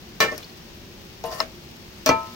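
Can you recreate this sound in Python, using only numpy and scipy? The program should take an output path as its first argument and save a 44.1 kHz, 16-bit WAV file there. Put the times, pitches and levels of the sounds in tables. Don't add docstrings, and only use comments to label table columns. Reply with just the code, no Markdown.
import sys
import numpy as np
from scipy import signal
from scipy.fft import rfft, irfft
from scipy.io import wavfile
from scipy.ndimage import uniform_filter1d

SR = 44100
rng = np.random.default_rng(int(sys.argv[2]) if len(sys.argv) > 2 else 0)


def natural_amplitude(level_db):
    exponent = np.asarray(level_db, float) / 20
    return 10 ** exponent


def waveform_to_disk(signal):
    frames = np.transpose(np.atleast_2d(signal))
    scaled = np.clip(frames, -1, 1) * 32767
    samples = np.round(scaled).astype(np.int16)
    wavfile.write(sys.argv[1], SR, samples)


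N = 103635


def evened(x):
    return x / np.sqrt(np.mean(x ** 2) + 1e-20)


def read(points, hz):
    at, value = np.transpose(points)
    return np.interp(np.log(hz + 1), np.log(at + 1), value)


def add(mix, start_s, sound):
    part = mix[:, round(start_s * SR):][:, :sound.shape[1]]
    part += sound[:, :part.shape[1]]


def sides(db):
    return natural_amplitude(np.array([db / 2, -db / 2]))


def colour(pair, spectrum, side, lag_s=0.):
    hz = np.fft.rfftfreq(pair.shape[1], 1 / SR)
    lag = np.exp(2j * np.pi * hz * lag_s * np.array([[0], [1]]))
    gain = natural_amplitude(read(spectrum, hz)) * sides(read(side, hz)) * lag
    return evened(irfft(rfft(pair) * gain, pair.shape[1]))


def noise_pair(count, same):
    a, b = rfft(rng.standard_normal((2, count)))
    share = np.clip(read(same, np.fft.rfftfreq(count, 1 / SR)), -1, 1)
    return irfft(np.array([a, share * a + np.sqrt(1 - share ** 2) * b]), count)


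def clicks(count, per_s, spread_db):
    present = rng.random(count) < per_s / SR
    size = natural_amplitude(spread_db * np.minimum(rng.exponential(1, count), 3.5))
    return present * size * rng.choice([-1, 1], count)


def resonate(x, hz, width_hz):
    r = np.exp(-np.pi * width_hz / SR)
    pole = r * np.exp(2j * np.pi * hz / SR)
    return (1 - r) * 2 * signal.lfilter([1], [1, -pole], x).real


# (frequency [Hz], density [dB per Hz])
FAN_RUMBLE = [(12, -40), (20, -4), (65, -0.5), (143, -1.5), (242, 0.5), (265, -7), (354, -2.5),
              (555, -14.5), (1500, -30.5), (1950, -61), (3300, -120)]
# (frequency [Hz], level [dB])
MAINS_HUM = [(59, -63), (118, -81.5), (238, -82.5), (353, -56)]
# (frequency [Hz], left-right correlation [-1..1])
ROOM_SAME = [(60, 0.85), (240, 0.86), (950, 0.13), (3770, -0.16), (15000, 0.23)]
# (frequency [Hz], left-right [dB])
ROOM_SIDE = [(60, 4), (180, -1), (550, 0.5), (1650, -1), (4970, 6), (15000, 11)]


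def kitchen():
    rumble = natural_amplitude(-45.5) * colour(noise_pair(N, ROOM_SAME), FAN_RUMBLE, ROOM_SIDE)
    hum = 0
    for hz, db in MAINS_HUM:
        hum = hum + natural_amplitude(db) * evened(resonate(rng.standard_normal(N), hz, width_hz=9.3))
    return rumble + hum


# (frequency [Hz], density [dB per Hz])
SIZZLE_SPECTRUM = [(300, -48), (520, -0.5), (1400, -4), (2700, -2.5), (5600, -5), (7500, -17.5),
                   (10500, -22.5), (15000, -15.5)]
# (time [s], level [dB])
SIZZLE_LEVEL = [(0.0, -51), (0.44, -49.5), (0.8, -51), (1.39, -50.5), (1.63, -50.5), (1.87, -50.5),
                (2.35, -47.5)]


def sizzle():
    pop_s = .0015
    puff = rng.standard_normal((2, 400)) * np.exp(-np.arange(400) / SR / pop_s)
    bursts = clicks(N, per_s=500, spread_db=4.)
    pops = signal.oaconvolve(bursts[None], puff, axes=1)[:, :N]
    hiss = evened(noise_pair(N, ROOM_SAME))
    fizz = colour(hiss + natural_amplitude(-8) * evened(pops), SIZZLE_SPECTRUM, ROOM_SIDE)
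    level_db = np.interp(np.arange(N) / SR, *np.transpose(SIZZLE_LEVEL)) + 4.0
    return fizz * natural_amplitude(level_db)


# (frequency [Hz], left-right [dB])
PAN_SIDE = [(60, 5), (150, 4), (380, 9.5), (950, -2), (2380, -9), (5980, 1.5), (15000, 0)]


def pan_noise(pair, spectrum):
    return colour(pair, spectrum, PAN_SIDE, lag_s=-.00017)


# (time [s], pressure [dB])
SCRAPE_STROKES = [
    [(.26, -45), (.29, -49), (.34, -43), (.37, -47.5), (.46, -73)],
    [(1.25, -45.5), (1.30, -42), (1.33, -34.5), (1.37, -36.5), (1.40, -34), (1.43, -42)],
]
# (frequency [Hz], width [Hz], level [dB])
SCRAPE_RING = [(638, 47, 4.5), (1120, 79, 0.5), (1300, 63, -5), (1808, 34, 2.5), (2850, 47, -6.5),
               (4710, 55, -6), (5560, 49, -16), (6640, 66, -25), (8700, 80, -17), (11500, 60, -29),
               (14000, 100, -17), (14600, 100, -16), (15600, 200, -15)]
# (frequency [Hz], density [dB per Hz])
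CRACK_SPECTRUM = [(200, -19), (800, 10.5), (2500, -7), (5600, 7), (7500, -7.5), (10000, -12.5), (14500, -4),
                  (16500, -1)]


def scrape():
    t = np.arange(N) / SR
    push = 0
    for stroke in SCRAPE_STROKES:
        push = push + natural_amplitude(np.interp(t, *np.transpose(stroke), left=-120, right=-120))
    slips = natural_amplitude(-7) * evened(clicks(N, per_s=1200, spread_db=5))
    slips = slips + evened(noise_pair(N, [(100, 0.18), (9000, 0.038)]))
    body = 0
    for hz, width_hz, db in SCRAPE_RING:
        body = body + natural_amplitude(db) / np.sqrt(width_hz) * resonate(slips, hz, width_hz)
    rasp = natural_amplitude(-5.5) * pan_noise(slips, CRACK_SPECTRUM)
    z = signal.stft(evened(body) + rasp, nperseg=256)[2]
    grit = uniform_filter1d(rng.standard_normal(z.shape[1:]), size=5, axis=0)
    grit = evened(uniform_filter1d(grit, size=5, axis=1))
    rough = signal.istft(z * natural_amplitude(3 * grit), nperseg=256)[1][:, :N]
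    return push * sides(4.3)[:, None] * evened(rough)


# (frequency [Hz], right lead [turns], left-right [dB])
PORTS = [(265, -.03, -6), (450, .03, 1), (650, -.03, 4), (895, -.25, 3), (1034, .01, -7), (1095, -.18, 6),
         (1300, -.12, 7), (1780, .22, -1), (2355, .17, -5), (2900, -.21, -5), (4050, .02, 4)]


def pan_ring(modes, t, free_s):
    hz, db, t60 = np.transpose(modes)[:, :, None]
    at, turns, side_db = np.transpose(PORTS)
    lead = np.array([0 * hz, np.interp(hz, at, turns)])
    flip = rng.integers(0, 2, hz.shape) / 2
    flutter_s = 0.00654
    knots = rng.standard_normal((len(modes), 99))
    shake = np.array([np.interp(t / flutter_s, np.arange(99), row) for row in knots])
    db = db + 4. * np.minimum(hz / 5000, 1) * shake
    muffle_db = 500 * np.maximum(t - free_s, 0)
    envelope = natural_amplitude(db - 60 * t / t60 - muffle_db)
    waves = np.sin(2 * np.pi * (hz * t + flip + lead))
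    return (envelope * sides(np.interp(hz, at, side_db)) * waves).sum(1)


def tilted(spectrum, db_per_octave):
    return [(hz, db + db_per_octave * np.log2(hz / 2000)) for hz, db in spectrum]


def contact_noise(count):
    return noise_pair(count, [(250, 0.99), (900, 0.21)])


# (frequency [Hz], density [dB per Hz])
CLATTER_SPECTRUM = [(40, -31), (110, -12.5), (600, -4), (2300, -12), (5600, -16.5), (8000, -27),
                    (10500, -33.5), (15500, -27.5)]
# (frequency [Hz], T60 [s])
CLATTER_T60 = [(100, 0.29), (500, 0.23), (2000, 0.23), (5000, 0.18), (9000, 0.17), (15000, 0.17)]


def blade_clatter(t, tilt_db):
    noise = pan_noise(contact_noise(len(t)), tilted(CLATTER_SPECTRUM, tilt_db))
    hz, frame_s, z = signal.stft(noise, SR, nperseg=256)
    patches = evened(uniform_filter1d(rng.standard_normal(z.shape[1:]), size=14, axis=1))
    decay_db = 60 * frame_s / read(CLATTER_T60, hz)[:, None]
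    return signal.istft(z * natural_amplitude(2 * patches - decay_db), SR, nperseg=256)[1][:, :len(t)]


def contact_crack(t, tilt_db):
    t60_s, snap_s = 0.014, .0011
    burst = pan_noise(contact_noise(len(t)), tilted(CRACK_SPECTRUM, tilt_db)) * natural_amplitude(-60 * t / t60_s)
    impulse = np.sinc(SR * (t - snap_s)) * np.ones((2, 1))
    return burst + natural_amplitude(-25.5) * pan_noise(impulse, tilted(CRACK_SPECTRUM, tilt_db + 1))


def blow(modes, ring_rise_s, free_s, ring_db, clatter_db, crack_db, tilt_db):
    t = np.arange(SR // 2) / SR
    ring = natural_amplitude(ring_db) * pan_ring(modes, t, free_s) * (1 - np.exp(-t / ring_rise_s))
    clatter = natural_amplitude(clatter_db) * blade_clatter(t, tilt_db) * (1 - np.exp(-t / 0.0024))
    crack = natural_amplitude(crack_db) * contact_crack(t, tilt_db) * (1 - np.exp(-t / 0.0006))
    return ring + clatter + crack


# (frequency [Hz], level [dB], T60 [s])
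WALL = [(440.4, -5, 0.32), (345, -41, 0.14), (655.5, -23, 0.25), (1095, -4, 0.21), (1323, -8.5, 0.31),
        (2110, -12.5, 0.47), (2388, -18, 0.18), (2345, -2, 0.24), (2700, -10, 0.092), (2920, -7.5, 0.22),
        (4030, -18, 0.21), (5230, -7, 0.05)]
# (time [s], ring [dB], clatter [dB], crack [dB], brightness [dB per octave])
WALL_BLOWS = [
    (0.2031, -16.5, -13.5, -11, 0.99),
]
# (frequency [Hz], level [dB], T60 [s])
LIP = [(1776, -1, 0.49), (4005, -6, 0.13)]
# (time [s], ring [dB], clatter [dB], crack [dB], brightness [dB per octave])
LIP_BLOWS = [
    (0.203, -14.5, -60, -60, 0.),
]
# (frequency [Hz], level [dB], T60 [s])
SHEEN = [(3340, -1.5, 0.066), (5720, 6, 0.067), (6300, -16, 0.053), (4880, -1, 0.14), (7424, -19, 0.065),
         (8440, -16, 0.09), (10150, -6, .03), (10800, -26, 0.12), (13100, -25, .11), (14100, -19, .13),
         (14950, -19, .15), (15570, -8, .08)]
# (time [s], ring [dB], clatter [dB], crack [dB], brightness [dB per octave])
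SHEEN_BLOWS = [
    (.2040, -25.5, -60, -60, 0.),
    (2.0615, -29, -60, -60, 0.),
    (2.0905, -33.5, -60, -60, 0.),
]
# (frequency [Hz], level [dB], T60 [s])
KNOCK = [(615.4, -4.5, 0.16), (454.6, -4.5, 0.14), (1096, -6, 0.071), (5860, -15, 0.034)]
# (time [s], ring [dB], clatter [dB], crack [dB], brightness [dB per octave])
KNOCK_BLOWS = [
    (0.2213, -17, -20.5, -47, 0.5),
    (0.3182, -23.5, -34.5, -44, -2),
]
# (frequency [Hz], level [dB], T60 [s])
SWELL = [(1794, 5, 0.18), (1830, -3, 0.13), (2130, -12, 0.25), (2360, -10, 0.11)]
# (time [s], ring [dB], clatter [dB], crack [dB], brightness [dB per octave])
SWELL_BLOWS = [
    (0.278, -25, -39, -60, -0.74),
]
# (frequency [Hz], level [dB], T60 [s])
TICK = [(5470, -5, 0.097), (6360, -14, .07), (4700, -16, 0.061), (3380, -12, 0.034)]
# (time [s], ring [dB], clatter [dB], crack [dB], brightness [dB per octave])
TICK_BLOWS = [
    (.3170, -38, -58, -35, 0.),
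    (.3400, -46, -70, -60, 0.),
    (.3574, -36.5, -70, -50, 0.),
    (.3779, -40, -62, -60, 0.14),
    (1.2390, -51, -66, -37, 1.),
    (1.3161, -42, -70, -50, 0.),
    (1.3350, -40, -70, -60, 0.),
    (1.3530, -45, -72, -60, 0.),
]
# (frequency [Hz], level [dB], T60 [s])
TIP = [(5650, -3, .03), (9500, -3, .03), (11600, -1, .025), (14600, 0, .02)]
# (time [s], ring [dB], clatter [dB], crack [dB], brightness [dB per octave])
TIP_BLOWS = [
    (0.3785, -36, -39, -28.5, 2.6),
]
# (frequency [Hz], level [dB], T60 [s])
DAB = [(3510, 1, 0.035), (4060, 2, .03), (2420, -3, 0.037), (2960, 3, .03)]
# (time [s], ring [dB], clatter [dB], crack [dB], brightness [dB per octave])
DAB_BLOWS = [
    (0.4275, -38, -72, -41.5, -0.72),
    (.4330, -41, -68, -42, 0.),
]
# (frequency [Hz], level [dB], T60 [s])
DAB_HIGH = [(4750, 0, 0.035), (4300, 3, 0.028), (5270, -7, .025)]
# (time [s], ring [dB], clatter [dB], crack [dB], brightness [dB per octave])
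DAB_HIGH_BLOWS = [
    (0.443, -37, -69, -45, 0.),
    (0.4962, -42, -70, -47, 0.),
]
# (frequency [Hz], level [dB], T60 [s])
FOOD = [(464.5, -3, 0.24), (654, -2.5, 0.36), (892, -6, 0.44), (1035.5, -10.5, 0.73), (721, 1, 0.09),
        (2980, -28, 0.35), (3364, -23.5, 0.37)]
# (time [s], ring [dB], clatter [dB], crack [dB], brightness [dB per octave])
FOOD_BLOWS = [
    (1.2387, -25.5, -34, -31.5, 0),
    (1.315, -35.5, -34.5, -35, 0.),
]
# (frequency [Hz], level [dB], T60 [s])
GLINT = [(9300, -2.5, 0.11), (11330, 6, 0.046), (14000, -4, .1), (2840, 1, .3), (3360, -5, .2)]
# (time [s], ring [dB], clatter [dB], crack [dB], brightness [dB per octave])
GLINT_BLOWS = [
    (1.2540, -44, -70, -70, 0.),
]
# (frequency [Hz], level [dB], T60 [s])
EDGE = [(643, -8, 0.18), (1093, -2.5, 0.061), (1290, -0.5, 0.031), (1790, -6, 0.075), (2050, -8.5, .05),
        (2820, -9, 0.04), (4090, -0.5, 0.013), (5180, -2.5, 0.029), (877, 0, 0.026)]
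# (time [s], ring [dB], clatter [dB], crack [dB], brightness [dB per octave])
EDGE_BLOWS = [
    (1.403, -17.5, -27.5, -24, 0.5),
    (1.9696, -58, -57, -61, -9),
]
# (frequency [Hz], level [dB], T60 [s])
BLADE = [(628, 2.5, 0.17), (482.5, -11.5, 0.21), (1100, -6, 0.14), (1325, -7, 0.12), (1735, -13.5, 0.29),
         (2350, -12, 0.75), (267.3, -10.5, 0.94), (4400, -14.5, 0.28), (6200, 2, 0.027), (14300, 1, 0.007),
         (12950, 6, 0.0092), (15300, 3, .012), (886, -13, .2)]
# (time [s], ring [dB], clatter [dB], crack [dB], brightness [dB per octave])
BLADE_BLOWS = [
    (2.0608, -14, -19, -7.5, 2.2),
]
# (frequency [Hz], level [dB], T60 [s])
BARE = [(350, -26, 0.18), (486, -6.5, 0.19), (595, 4.5, 0.06), (1033, -12.5, 0.59), (1096, 0.5, 0.075),
        (1298, -2.5, 0.45), (1620, -29, 0.055), (2007, -9, 0.15), (2403, -5.5, 0.14), (2730, -13.5, 0.18),
        (4410, -18, 0.13), (5270, 4.5, 0.019), (6150, -10, 0.082)]
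# (time [s], ring [dB], clatter [dB], crack [dB], brightness [dB per octave])
BARE_BLOWS = [
    (2.09, -15.5, -17, -11, -2.65),
]
# (frequency [Hz], level [dB], T60 [s])
SWING = [(896, 1.5, 0.34), (2358, -4, 0.2), (654, -6, 0.33), (264, -7, 0.16), (1743, -13, 0.18)]
# (time [s], ring [dB], clatter [dB], crack [dB], brightness [dB per octave])
SWING_BLOWS = [
    (2.1030, -15, -32, -60, -1.7),
]


def blows():
    # modes, blows, rise of the ring [s], left-right [dB], time ringing free [s]
    spots = [
        (WALL, WALL_BLOWS, .0005, 1.9, .13),
        (LIP, LIP_BLOWS, .002, 1.5, .034),
        (SHEEN, SHEEN_BLOWS, .0006, 2.2, .06),
        (KNOCK, KNOCK_BLOWS, .0023, 1.5, .045),
        (SWELL, SWELL_BLOWS, .008, .66, .065),
        (TICK, TICK_BLOWS, .0015, 3., .03),
        (TIP, TIP_BLOWS, .0015, 5.8, .1),
        (DAB, DAB_BLOWS, .0023, 1.5, .1),
        (DAB_HIGH, DAB_HIGH_BLOWS, .002, 1.5, .1),
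        (FOOD, FOOD_BLOWS, .0028, 3.9, .12),
        (GLINT, GLINT_BLOWS, .004, 4., .022),
        (EDGE, EDGE_BLOWS, .00014, 3.6, .1),
        (BLADE, BLADE_BLOWS, .006, 2., .036),
        (BARE, BARE_BLOWS, .0005, 0., .45),
        (SWING, SWING_BLOWS, .0083, 1.3, .4),
    ]
    out = np.zeros((2, N))
    for modes, rows, rise_s, side_db, free_s in spots:
        for start_s, *levels in rows:
            add(out, start_s, sides(side_db)[:, None] * blow(modes, rise_s, free_s, *levels))
    return out


def scene():
    return kitchen() + sizzle() + scrape() + blows()


def roll_off(x):
    return signal.sosfilt(signal.butter(12, 16970, fs=SR, output="sos"), x)


def record(dry):
    ceiling = 1.3
    rounded = ceiling * np.tanh(dry / ceiling)
    edge = signal.firwin(511, 15950, window=("kaiser", 9), fs=SR)
    top = signal.firwin(511, 16900, window=("kaiser", 9), fs=SR)
    two_steps = edge + natural_amplitude(-26) * (top - edge)
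    mix = signal.oaconvolve(rounded, two_steps[None], "same")
    return roll_off(mix)


dry = scene()
out = record(dry)
waveform_to_disk(out)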